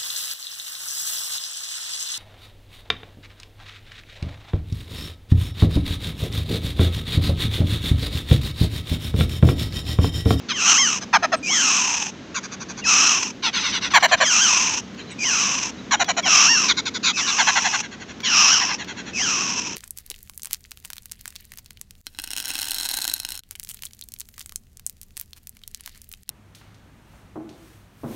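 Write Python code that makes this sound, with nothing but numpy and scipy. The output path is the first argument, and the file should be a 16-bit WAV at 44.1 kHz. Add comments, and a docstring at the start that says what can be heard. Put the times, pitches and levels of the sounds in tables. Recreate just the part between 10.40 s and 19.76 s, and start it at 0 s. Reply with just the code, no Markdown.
"""Over a low outdoor rumble an adult babbler gives one harsh note, and nestlings begin to beg close by.
Each of their nine calls opens as a whistle of two coupled syrinx voices, breaks into a rasp as they sag,
and ends in a crackle as the air runs out. Between and over the calls come thin peeps and the chatter of
adult birds, one low and barking, one thinner, sometimes overlapping: resonant pulse trains in runs of
about twelve notes a second. From about halfway, dry nest straw ticks. One mono microphone hears it."""
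import sys
import numpy as np
from scipy import signal
from scipy.fft import rfft, irfft, next_fast_len
from scipy.io import wavfile
from scipy.ndimage import uniform_filter1d, minimum_filter1d, map_coordinates

SR = 44100
rng = np.random.default_rng(int(sys.argv[2]) if len(sys.argv) > 2 else 0)


def to_wav(sig):
    """Store sig (one row per channel, or 1-D mono) as 16-bit WAV at the path in sys.argv[1].

    Samples outside -1..1 are clipped; the rate is SR.
    """
    pcm = np.clip(np.atleast_2d(sig), -1, 1) * 32767
    pcm = np.round(pcm).astype(np.int16)
    wavfile.write(sys.argv[1], SR, pcm.T)  # frames by channels


N = 412776

# begging calls: start t/s, end t/s, attack t/s, time until the fade t/s, level/dB, fade/dB,
# shrill resonance f/Hz, upper voice opening f/Hz, lower voice opening f/Hz, sag t/s
BEGGING_CALLS = [(.128, 0.599, .17, 0.25, -17.8, 11.5, 6120, 3290, 2198, 0.056),
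                 (1.026, 1.711, .13, 0.29, -19, 14, 6140, 2402, 2432, 0.16),
                 (2.436, 2.924, 0.063, 0.25, -16.5, 22.5, 5990, 2550, 2005, .025),
                 (3.805, 4.411, 0.096, .29, -17.5, 11, 6040, 3700, 2520, 0.079),
                 (4.782, 5.311, 0.091, 0.21, -21, 11, 5980, 2416, 2501, 0.12),
                 (5.829, 6.307, 0.12, 0.2, -14.5, 11, 5790, 3370, 2320, .042),
                 (6.728, 7.426, 0.066, .26, -24.5, 3.5, 5920, 2592, 2600, .11),
                 (7.83, 8.371, .18, .22, -15, 17, 5630, 3310, 2299, 0.068),
                 (8.729, 9.362, .085, 0.18, -23, 14, 5870, 2583, 2654, 0.099)]
# a nestling strains: t/s, rise t/s, fall t/s, upper voice lift f/Hz, lower voice lift f/Hz,
# clearing of the rasp (0-1), gain/dB
STRAINS = [(.3, .03, 0.039, 378, 99.5, 0, 4), (.395, .022, 0.088, 620, 1050.5, 0.9, 2),
           (1.128, .042, 0.087, 878.7, 100, 0.32, -0.8), (2.67, 0.023, .04, 80.4, 260, 0.08, -1),
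           (3.89, .012, .022, 250.8, 1, 0.65, -2.5), (4.024, .026, .052, 610, 439.5, 0.57, 0.8),
           (4.856, .012, 0.046, 579.4, 0, 0.26, -1.5), (6.115, 0.038, .078, 189.4, 760, .85, 0.9),
           (6.845, .022, .04, 379.6, 0.5, .1, -2), (8.135, .035, 0.044, 439, 500.5, .25, 1.5),
           (8.83, 0.021, 0.039, 640, 1, .45, -0.5)]
# catches of the voice as a call runs out: t/s, boost/dB
CATCHES = [(1.546, 4), (1.623, 6), (2.83, 6), (2.854, 4.5), (2.908, 6), (5.235, 4.5), (9.099, 4.5),
           (9.178, 6), (9.194, 7), (9.271, 8)]
# tone colour of the begging calls as heard, with a deep dip near 9 kHz: f/Hz, level/dB
BEG_COLOUR = [(650, -12.5), (950, -6.5), (1400, -8), (2020, -9.5), (2600, -4.5), (3150, -4.5),
              (3650, -12.5), (4080, -9.5), (4550, -16), (5400, -3.5), (6050, 3), (6700, -5.5),
              (8200, -22.5), (9300, -74.5), (11800, -38), (15000, -54)]
# their throat, mouth and shrill bands: level/dB re the call, swell through the attack/dB
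BEG_BANDS = [(-8.5, 19), (-4.5, 11.5), (0, 24)]
# borders between those bands: f/Hz
BEG_SPLITS = [2100, 4600]
# thin peeps: start t/s, length t/s, f/Hz, level/dB of half the peak amplitude
PEEPS = [(.952, .05, 8250, -51), (2.415, .03, 2780, -38), (4.59, .03, 3100, -43), (4.6, .05, 4100, -49),
         (4.66, .05, 4000, -50), (4.703, .035, 8000, -47), (5.37, .05, 3900, -48), (5.565, .035, 3200, -43),
         (5.64, .045, 3380, -43), (5.655, .06, 5900, -39)]
# runs of the adults' notes: first note t/s, last note t/s, base length t/s, pitch f/Hz, first pitch f/Hz,
# first accent/dB, fade per note/dB, roughness (0-1), relative level/dB of chest, throat, mouth, shrill
CHATTER_RUNS = [(.087, .087, 0.048, 703, 701, 0.5, 0, .45, -34.5, -32, -26, -31),
                (.61, .61, 0.037, 494, 495, -1, 0, .8, -38.5, -39.5, -40, -33),
                (.731, .921, 0.036, 368, 523.4, 6, 0, .45, -19, -23, -32.5, -28.5),
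                (1.944, 2.371, 0.041, 454.7, 690, 8, 0.25, .72, -41.5, -40, -44.5, -35.5),
                (3.025, 3.025, 0.079, 559, 561.6, 0, 0, .58, -31, -29, -22.5, -27.5),
                (3.13, 3.412, .078, 590, 629, -1, 0.91, 0.686, -35.5, -27.7, -23, -28.5),
                (3.193, 3.279, 0.046, 582, 590, -1.5, 2, .7, -40, -35, -29, -28),
                (3.504, 3.771, 0.039, 630, 540, 3, 0, .75, -40, -40, -35.5, -37),
                (3.537, 3.803, .041, 380, 534, 1, 1.3, .45, -14, -13, -18.3, -21.5),
                (4.575, 4.69, 0.053, 604, 604, 0.5, 0, .9, -60, -44.5, -43.5, -50),
                (5.511, 5.853, 0.039, 394.2, 563, 0.5, 1.5, .52, -20.5, -20.5, -23.5, -22),
                (6.283, 6.541, .04, 535, 672, 3, 2, .5, -34.5, -27, -21, -26.5),
                (6.63, 6.63, .092, 604, 603.4, 0, 0, .6, -32.5, -26, -19, -24),
                (6.767, 6.867, .052, 544, 542, -2.5, 0, .9, -31.5, -31, -23.5, -41),
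                (6.982, 7.328, 0.042, 419.8, 500.5, -1.5, 1.5, .7, -20.5, -17.5, -20.5, -23.5),
                (7.425, 7.683, 0.047, 415.6, 430, 4.5, 0, .66, -50.5, -42, -45, -46),
                (7.838, 7.838, 0.054, 759, 745, 0, 0, .54, -49, -32, -23.8, -30),
                (8.2, 8.287, 0.05, 479, 489, 1, 0, .67, -32, -29, -34.5, -46),
                (8.383, 8.657, 0.057, 471, 480, -0.5, 1.6, 0.72, -42.5, -35, -35.5, -40.5)]
# weight of accent and fade in those four bands: factor
BAND_EFFORT = [1, 1.1, 1.27, 0.79]
# borders between those bands: f/Hz
CHATTER_SPLITS = [1400, 2600, 4900]
# tone colour of the chatter as heard, with a deep dip near 9.5 kHz: f/Hz, level/dB
CHATTER_COLOUR = [(600, 7), (1700, -2), (2700, -5), (4000, -2.5), (4900, -8), (6100, -8), (7100, -7),
                  (8100, -15.5), (9500, -61), (12000, -48), (15000, -56.5)]
# resonance peaks colouring the chatter, changing between runs: from t/s, peaks f/Hz
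CHATTER_PEAKS = [(0, [750, 1250, 1700, 2450, 3250, 4100, 5250, 6150]),
                 (1.8, [1136, 1480, 2400, 3580, 4130, 4600, 6030, 6380]),
                 (2.9, [1030, 1390, 2090, 2780, 3640, 4170, 5060, 5960]),
                 (3.52, [650, 1000, 1700, 2300, 3100, 4200, 5950, 7100]),
                 (4.3, [700, 1000, 1550, 2000, 2450, 2850, 4000, 5900, 6700]),
                 (6.1, [1083, 1430, 2254, 3685, 4140, 4780, 5960, 6700]),
                 (6.93, [996, 1613, 2010, 2750, 3300, 4150, 5880, 6630])]
# straw ticks: t/s, level/dB before filtering
STRAW_TICKS = [(4.546, -36), (5.644, -21.5), (5.826, -32), (7.804, -26), (7.819, -35), (8.445, -27.5)]
# spectrum of the outdoor air: f/Hz, relative level/dB
AIR_SPECTRUM = [(25, -16), (70, -4), (240, 0), (450, -7), (800, -13), (1600, -14), (3800, -18), (4700, -23),
                (6500, -22), (7800, -38), (9000, -66), (15000, -72)]
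# swell of the rumble: t/s, relative level/dB
RUMBLE_SWELL = [(0, -41.5), (.6, -39.5), (1.1, -36), (1.6, -43.5), (2.1, -46.5), (2.6, -38), (3.4, -42),
                (4.6, -40), (5.2, -41.5), (6.3, -35.5), (7, -44), (8.2, -42.5), (9.36, -39)]
# far drone: centre f/Hz, width f/Hz, level/dB
DRONE_BANDS = [(192.2, 15, -47.5), (229.7, 11, -50.5)]


def begging_call(start, end, attack_s, hold_s, level_db, fade_db, shrill_hz,
                 upper_open_hz, lower_open_hz, sag_s, flutter_hz=330, waver=.0059, catch_s=.0069):
    """Nonlinear coupling: the two sides of the syrinx modulate each other and, pushed hard, rasp."""
    t = np.arange(start, end, 1 / SR)
    n, age = len(t), t - start
    upper_hz, lower_hz, rough, strain_db = syrinx(t, upper_open_hz, lower_open_hz, sag_s)
    # an uneven flutter shakes both pitch and loudness
    flutter = np.sin(cycles(flutter_hz * np.exp(.25 * wobble(n, 250))))
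    swing = .06 * rough ** .7
    upper = cycles(upper_hz * (1 + swing * (wobble(n, 600) + .7 * flutter) + waver * wobble(n, 110)))
    lower = cycles(lower_hz * (1 + swing * (wobble(n, 400) + .5 * flutter) + waver * wobble(n, 110)))
    # the shared airflow gives overtones and sum and difference tones
    flow = np.exp(.8 * np.sin(upper) + .75 * np.sin(lower))
    points = [(hz * shrill_hz / 6000 if 5000 < hz < 9000 else hz, db) for hz, db in BEG_COLOUR]
    timbre = lambda hz: colour(points, hz)
    tones = even_bands(flow - flow.mean(), timbre, 610, BEG_SPLITS)
    hisses = even_bands(rng.standard_normal(n), timbre, 636, BEG_SPLITS)
    # the overtones dissolve into rasp well before the fundamentals do
    unison = bell(upper_hz - lower_hz, 500)  # two voices on one pitch give a breathy whistle
    low_share = .03 + .37 * rough ** 1.2
    high_share = np.clip(.03 + 1.5 * rough + .7 * unison, 0, .75)
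    bands = map(breathy, tones, hisses, [low_share, low_share, high_share])
    # the call swells, holds and fades ever faster; the mouth band speaks first
    opening = np.clip(1 - age / attack_s, 0, 1) ** 2
    fading = np.clip((age - hold_s) / (end - start - hold_s), 0, 1) ** 1.31
    call_db = level_db + strain_db - fade_db * fading
    voice = sum(amp(call_db + db - swell_db * opening) * band
                for (db, swell_db), band in zip(BEG_BANDS, bands))
    # as the air runs out, the rasp loosens into a slow crackle and the voice stutters
    crackle_db = 1.5 * np.linspace(.5, 1.5, n) * wobble(n, 210)
    pulsing = steady(amp(rough * (2.5 * flutter + crackle_db)), span_s=.039)
    stutter_db = 1.84 * fading * wobble(n, 79.95)
    catch_db = sum(db * bell(t - at, catch_s) for at, db in CATCHES)
    edges = np.clip(np.minimum(age / .006, (end - t) / .018), 0, 1)
    return voice * pulsing * amp(stutter_db + catch_db) * edges


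def syrinx(t, upper_open_hz, lower_open_hz, sag_s,
           upper_rest_hz=2602, lower_rest_hz=1312, sink_hz_per_s=680, whistle_s=.0748):
    """Tension sets pitch: both voices open taut and clean, sag into a rasp and lift under strain."""
    age = t - t[0]
    taut = bell(age, sag_s)
    upper_hz = upper_rest_hz + (upper_open_hz - upper_rest_hz) * taut
    lower_hz = (lower_rest_hz - sink_hz_per_s * age) * (1 - taut) + lower_open_hz * taut
    clean = bell(age, (whistle_s + sag_s) / 2)
    rough = np.linspace(.72, .97, len(t)) * (1 - clean)
    strain_db = 0
    for at, rise_s, fall_s, upper_lift, lower_lift, clearing, gain_db in STRAINS:
        strain = bell(t - at, np.where(t < at, rise_s, fall_s))
        upper_hz += upper_lift * strain
        lower_hz += lower_lift * strain
        rough *= 1 - clearing * np.minimum(1, strain / .74)
        strain_db += gain_db * strain
    # a slack voice wanders in pitch, the lower one most
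    drift = lambda depth: np.exp(depth * rough ** 2 * wobble(len(t), 130))
    return upper_hz * drift(.045), lower_hz * drift(.07), np.clip(rough, 0, 1), strain_db


def nestlings():
    """Superposition: the begging calls add to thin peeps, each a wavering pure tone."""
    track = np.zeros(N)
    for call in BEGGING_CALLS:
        add(track, call[0], begging_call(*call))
    for start, length_s, hz, db in PEEPS:
        n = int(length_s * SR)
        tone = np.sin(cycles(hz * (1 + .01 * wobble(n, 200))))
        add(track, start, 2 * amp(db) * np.hanning(n) * tone)
    return track


def chatter_note(length_s, pitch_hz, rough, levels_db, peaks_hz, fall, jitter=.1304, closure=22):
    """Source and filter: uneven syrinx pulses of falling pitch and puffs of air excite resonances."""
    n = int(length_s * SR)
    progress = np.linspace(0, 1, n)
    phase = cycles(pitch_hz * np.exp(-fall * progress ** 1.3 + jitter * rough * wobble(n, 608)))
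    pulses = np.exp(closure * (np.cos(phase) - 1)) * amp(4 * rough * wobble(n, 500))
    puffs = rng.standard_normal(n) * amp(1.4 * np.cos(phase))
    # each resonance rings on after a pulse
    ringing = lambda hz: sum(1 / (1 + 1j * (hz - peak) / (150 + .025 * peak)) ** 2 for peak in peaks_hz)
    timbre = lambda hz: colour(CHATTER_COLOUR, hz) * (.15 + ringing(hz))
    low_hz = 1.3 * pitch_hz  # the fundamental hardly radiates
    tones = even_bands(np.gradient(pulses), timbre, low_hz, CHATTER_SPLITS)
    hisses = even_bands(puffs, timbre, low_hz, CHATTER_SPLITS)
    # the resonances sink through a note, most in the high-pitched notes
    sink = fall * np.clip((pitch_hz - 300) / 700, .1, .38)
    warp = (n - 1) * (progress + sink * progress * (1 - progress))
    arch = np.clip(np.sin(np.pi * progress), 0, 1)
    note = np.zeros(n)
    for k, (db, tone, hiss) in enumerate(zip(levels_db, tones, hisses)):
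        # higher bands are breathier and gather nearer the height of the note
        band = breathy(tone, hiss, np.clip(.64 * rough * (.66 + .31 * k), 0, 1))
        if k < len(CHATTER_SPLITS):  # the shrill top band stays put
            band = map_coordinates(band, [warp], mode="nearest")
        note += amp(db - 1.7) * unit(arch ** (.79 + .082 * k)) * band
    # the hardest notes get a bright, spitting edge
    spit = noise(n, lambda hz: above(hz, 5200) * (1 - above(hz, 20000, order=8)))
    return note + amp(-32) * note ** 2 * np.abs(note).max() ** 2 * spit


def adults(period_s=.088, skirt_s=.003, first_fall=.33, later_fall=.2):
    """Periodic repetition: harsh notes keep an even beat, and the first of a run glides furthest down."""
    track = np.zeros(N)
    for first, last, length_s, run_hz, first_hz, accent_db, fade_db, rough, *bands_db in CHATTER_RUNS:
        run_peaks_hz = [peaks for since, peaks in CHATTER_PEAKS if since <= first][-1]
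        count = 1 + round((last - first) / period_s)
        for k, start in enumerate(np.linspace(first, last, count)):
            pitch_hz, gain_db = (run_hz, -fade_db * k) if k else (first_hz, accent_db)
            fall = later_fall if k else first_fall
            note_s = length_s * (pitch_hz / run_hz) ** .602 + 2 * skirt_s
            peaks_hz = np.array(run_peaks_hz) + rng.normal(0, 70, len(run_peaks_hz))
            levels_db = np.array(bands_db) + gain_db * np.array(BAND_EFFORT)
            add(track, start - skirt_s, chatter_note(note_s, pitch_hz, rough, levels_db, peaks_hz, fall))
    return track


def straw(t60_s=.029):
    """Damped transients: dry stems snap under the birds' weight, each a decaying burst of noise."""
    track, t = np.zeros(N), np.arange(SR // 20) / SR
    for start, db in STRAW_TICKS:
        add(track, start, amp(db - 60 * t / t60_s) * rng.standard_normal(len(t)))
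    spectrum = [(300, -21), (1500, 5.5), (6500, -1.5), (9500, -26), (15000, -22)]
    return filtered(track, lambda hz: colour(spectrum, hz))


def foliage(x, t60_s=.38, wet_db=-23):
    """Scattering: trunk and leaves return a faint, short echo."""
    t = np.arange(SR // 3) / SR
    tail = rng.standard_normal(len(t)) * amp(-60 * t / t60_s) * (1 - np.exp(-t / .0013))
    return amp(wet_db) * signal.fftconvolve(x, tail / np.linalg.norm(tail))[:N]


def outdoors(air_db=-41):
    """Incoherent addition: noise bands give soft leaf hiss, a swelling distant rumble and a low drone."""
    air = noise(N, lambda hz: colour(AIR_SPECTRUM, hz) * above(hz, 39, order=4))
    spectrum = [(25, -34.5), (70, -19.5), (140, -10.5), (250, 4.5), (340, -2), (480, -7.5), (1200, -53)]
    rumble = noise(N, lambda hz: colour(spectrum, hz))
    drone = sum(amp(db) * noise(N, lambda hz: 1 / (1 + (2 * (hz - centre) / width) ** 2))
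                for centre, width, db in DRONE_BANDS)
    rumble_db = np.interp(np.arange(N) / SR, *np.transpose(RUMBLE_SWELL)) - 2.5
    return air * amp(air_db + 1.1 * wobble(N, 3)) + rumble * amp(rumble_db) + drone


def even_bands(source, response, low_hz, splits):
    """Filter bank: the source is coloured by a response and split into evenly loud bands."""
    edges = [low_hz, *splits, SR]
    return [steady(filtered(source, lambda hz: response(hz) * above(hz, lo) * (1 - above(hz, hi))))
            for lo, hi in zip(edges, edges[1:])]


def breathy(tone, hiss, share):
    """Uncorrelated powers add: hiss takes the given share of the total."""
    return np.sqrt(1 - share) * tone + np.sqrt(share) * hiss


def amp(db):
    """Decibel law: level to amplitude ratio."""
    return 10 ** (np.asarray(db) / 20)


def unit(x):
    """Normalisation to rms 1."""
    return x / np.sqrt(np.mean(x ** 2) + 1e-20)


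def steady(x, span_s=.01):
    """Gain control holds the running rms at 1."""
    return x / np.sqrt(np.abs(uniform_filter1d(x ** 2, int(span_s * SR))) + 1e-12)


def wobble(n, rate):
    """Spline interpolation: a smooth random curve of n samples, rate knots a second."""
    return map_coordinates(rng.standard_normal(int(n * rate / SR) + 4), [np.arange(n) * rate / SR])


def bell(x, width):
    """Gaussian hump of height 1 around zero."""
    return np.exp(-(x / width) ** 2)


def cycles(hz):
    """Phase in radians is the integral of angular frequency."""
    return 2 * np.pi * np.cumsum(hz) / SR


def filtered(x, response):
    """Linear filtering multiplies the spectrum by a frequency response."""
    m = next_fast_len(len(x) + 4096)
    return irfft(rfft(x, m) * response(np.fft.rfftfreq(m, 1 / SR)), m)[:len(x)]


def noise(n, response):
    """Spectral shaping of white noise, at rms 1."""
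    return unit(filtered(rng.standard_normal(n), response))


def colour(points, hz):
    """Gain by interpolation of (f/Hz, level/dB) points on a log axis."""
    f, db = np.transpose(points)
    return amp(np.interp(np.log(hz + 1), np.log(f), db))


def above(hz, edge_hz, order=16):
    """High-pass response with a power-law slope."""
    return 1 - 1 / (1 + (hz / edge_hz) ** order)


def add(track, start, sound):
    """Superposition of a sound on the track at a start time."""
    part = track[max(round(start * SR), 0):][:len(sound)]
    part += sound[:len(part)]


def scene():
    """Pressures add at one microphone, alike in both channels."""
    near = nestlings() + adults() + straw()
    return np.tile(near + foliage(near) + outdoors(), (2, 1))


def record(dry, ceiling=1.0, top_hz=15700):
    """Peak and band limiting: a fast gain dip holds the loudest peaks, then a low-pass cuts the top."""
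    needed = np.minimum(1, ceiling / (np.abs(dry[0]) + 1e-9))
    gain = uniform_filter1d(minimum_filter1d(needed, size=90), size=90)
    return np.array([filtered(channel * gain, lambda hz: hz < top_hz) for channel in dry])


dry = scene()
out = record(dry)
to_wav(out)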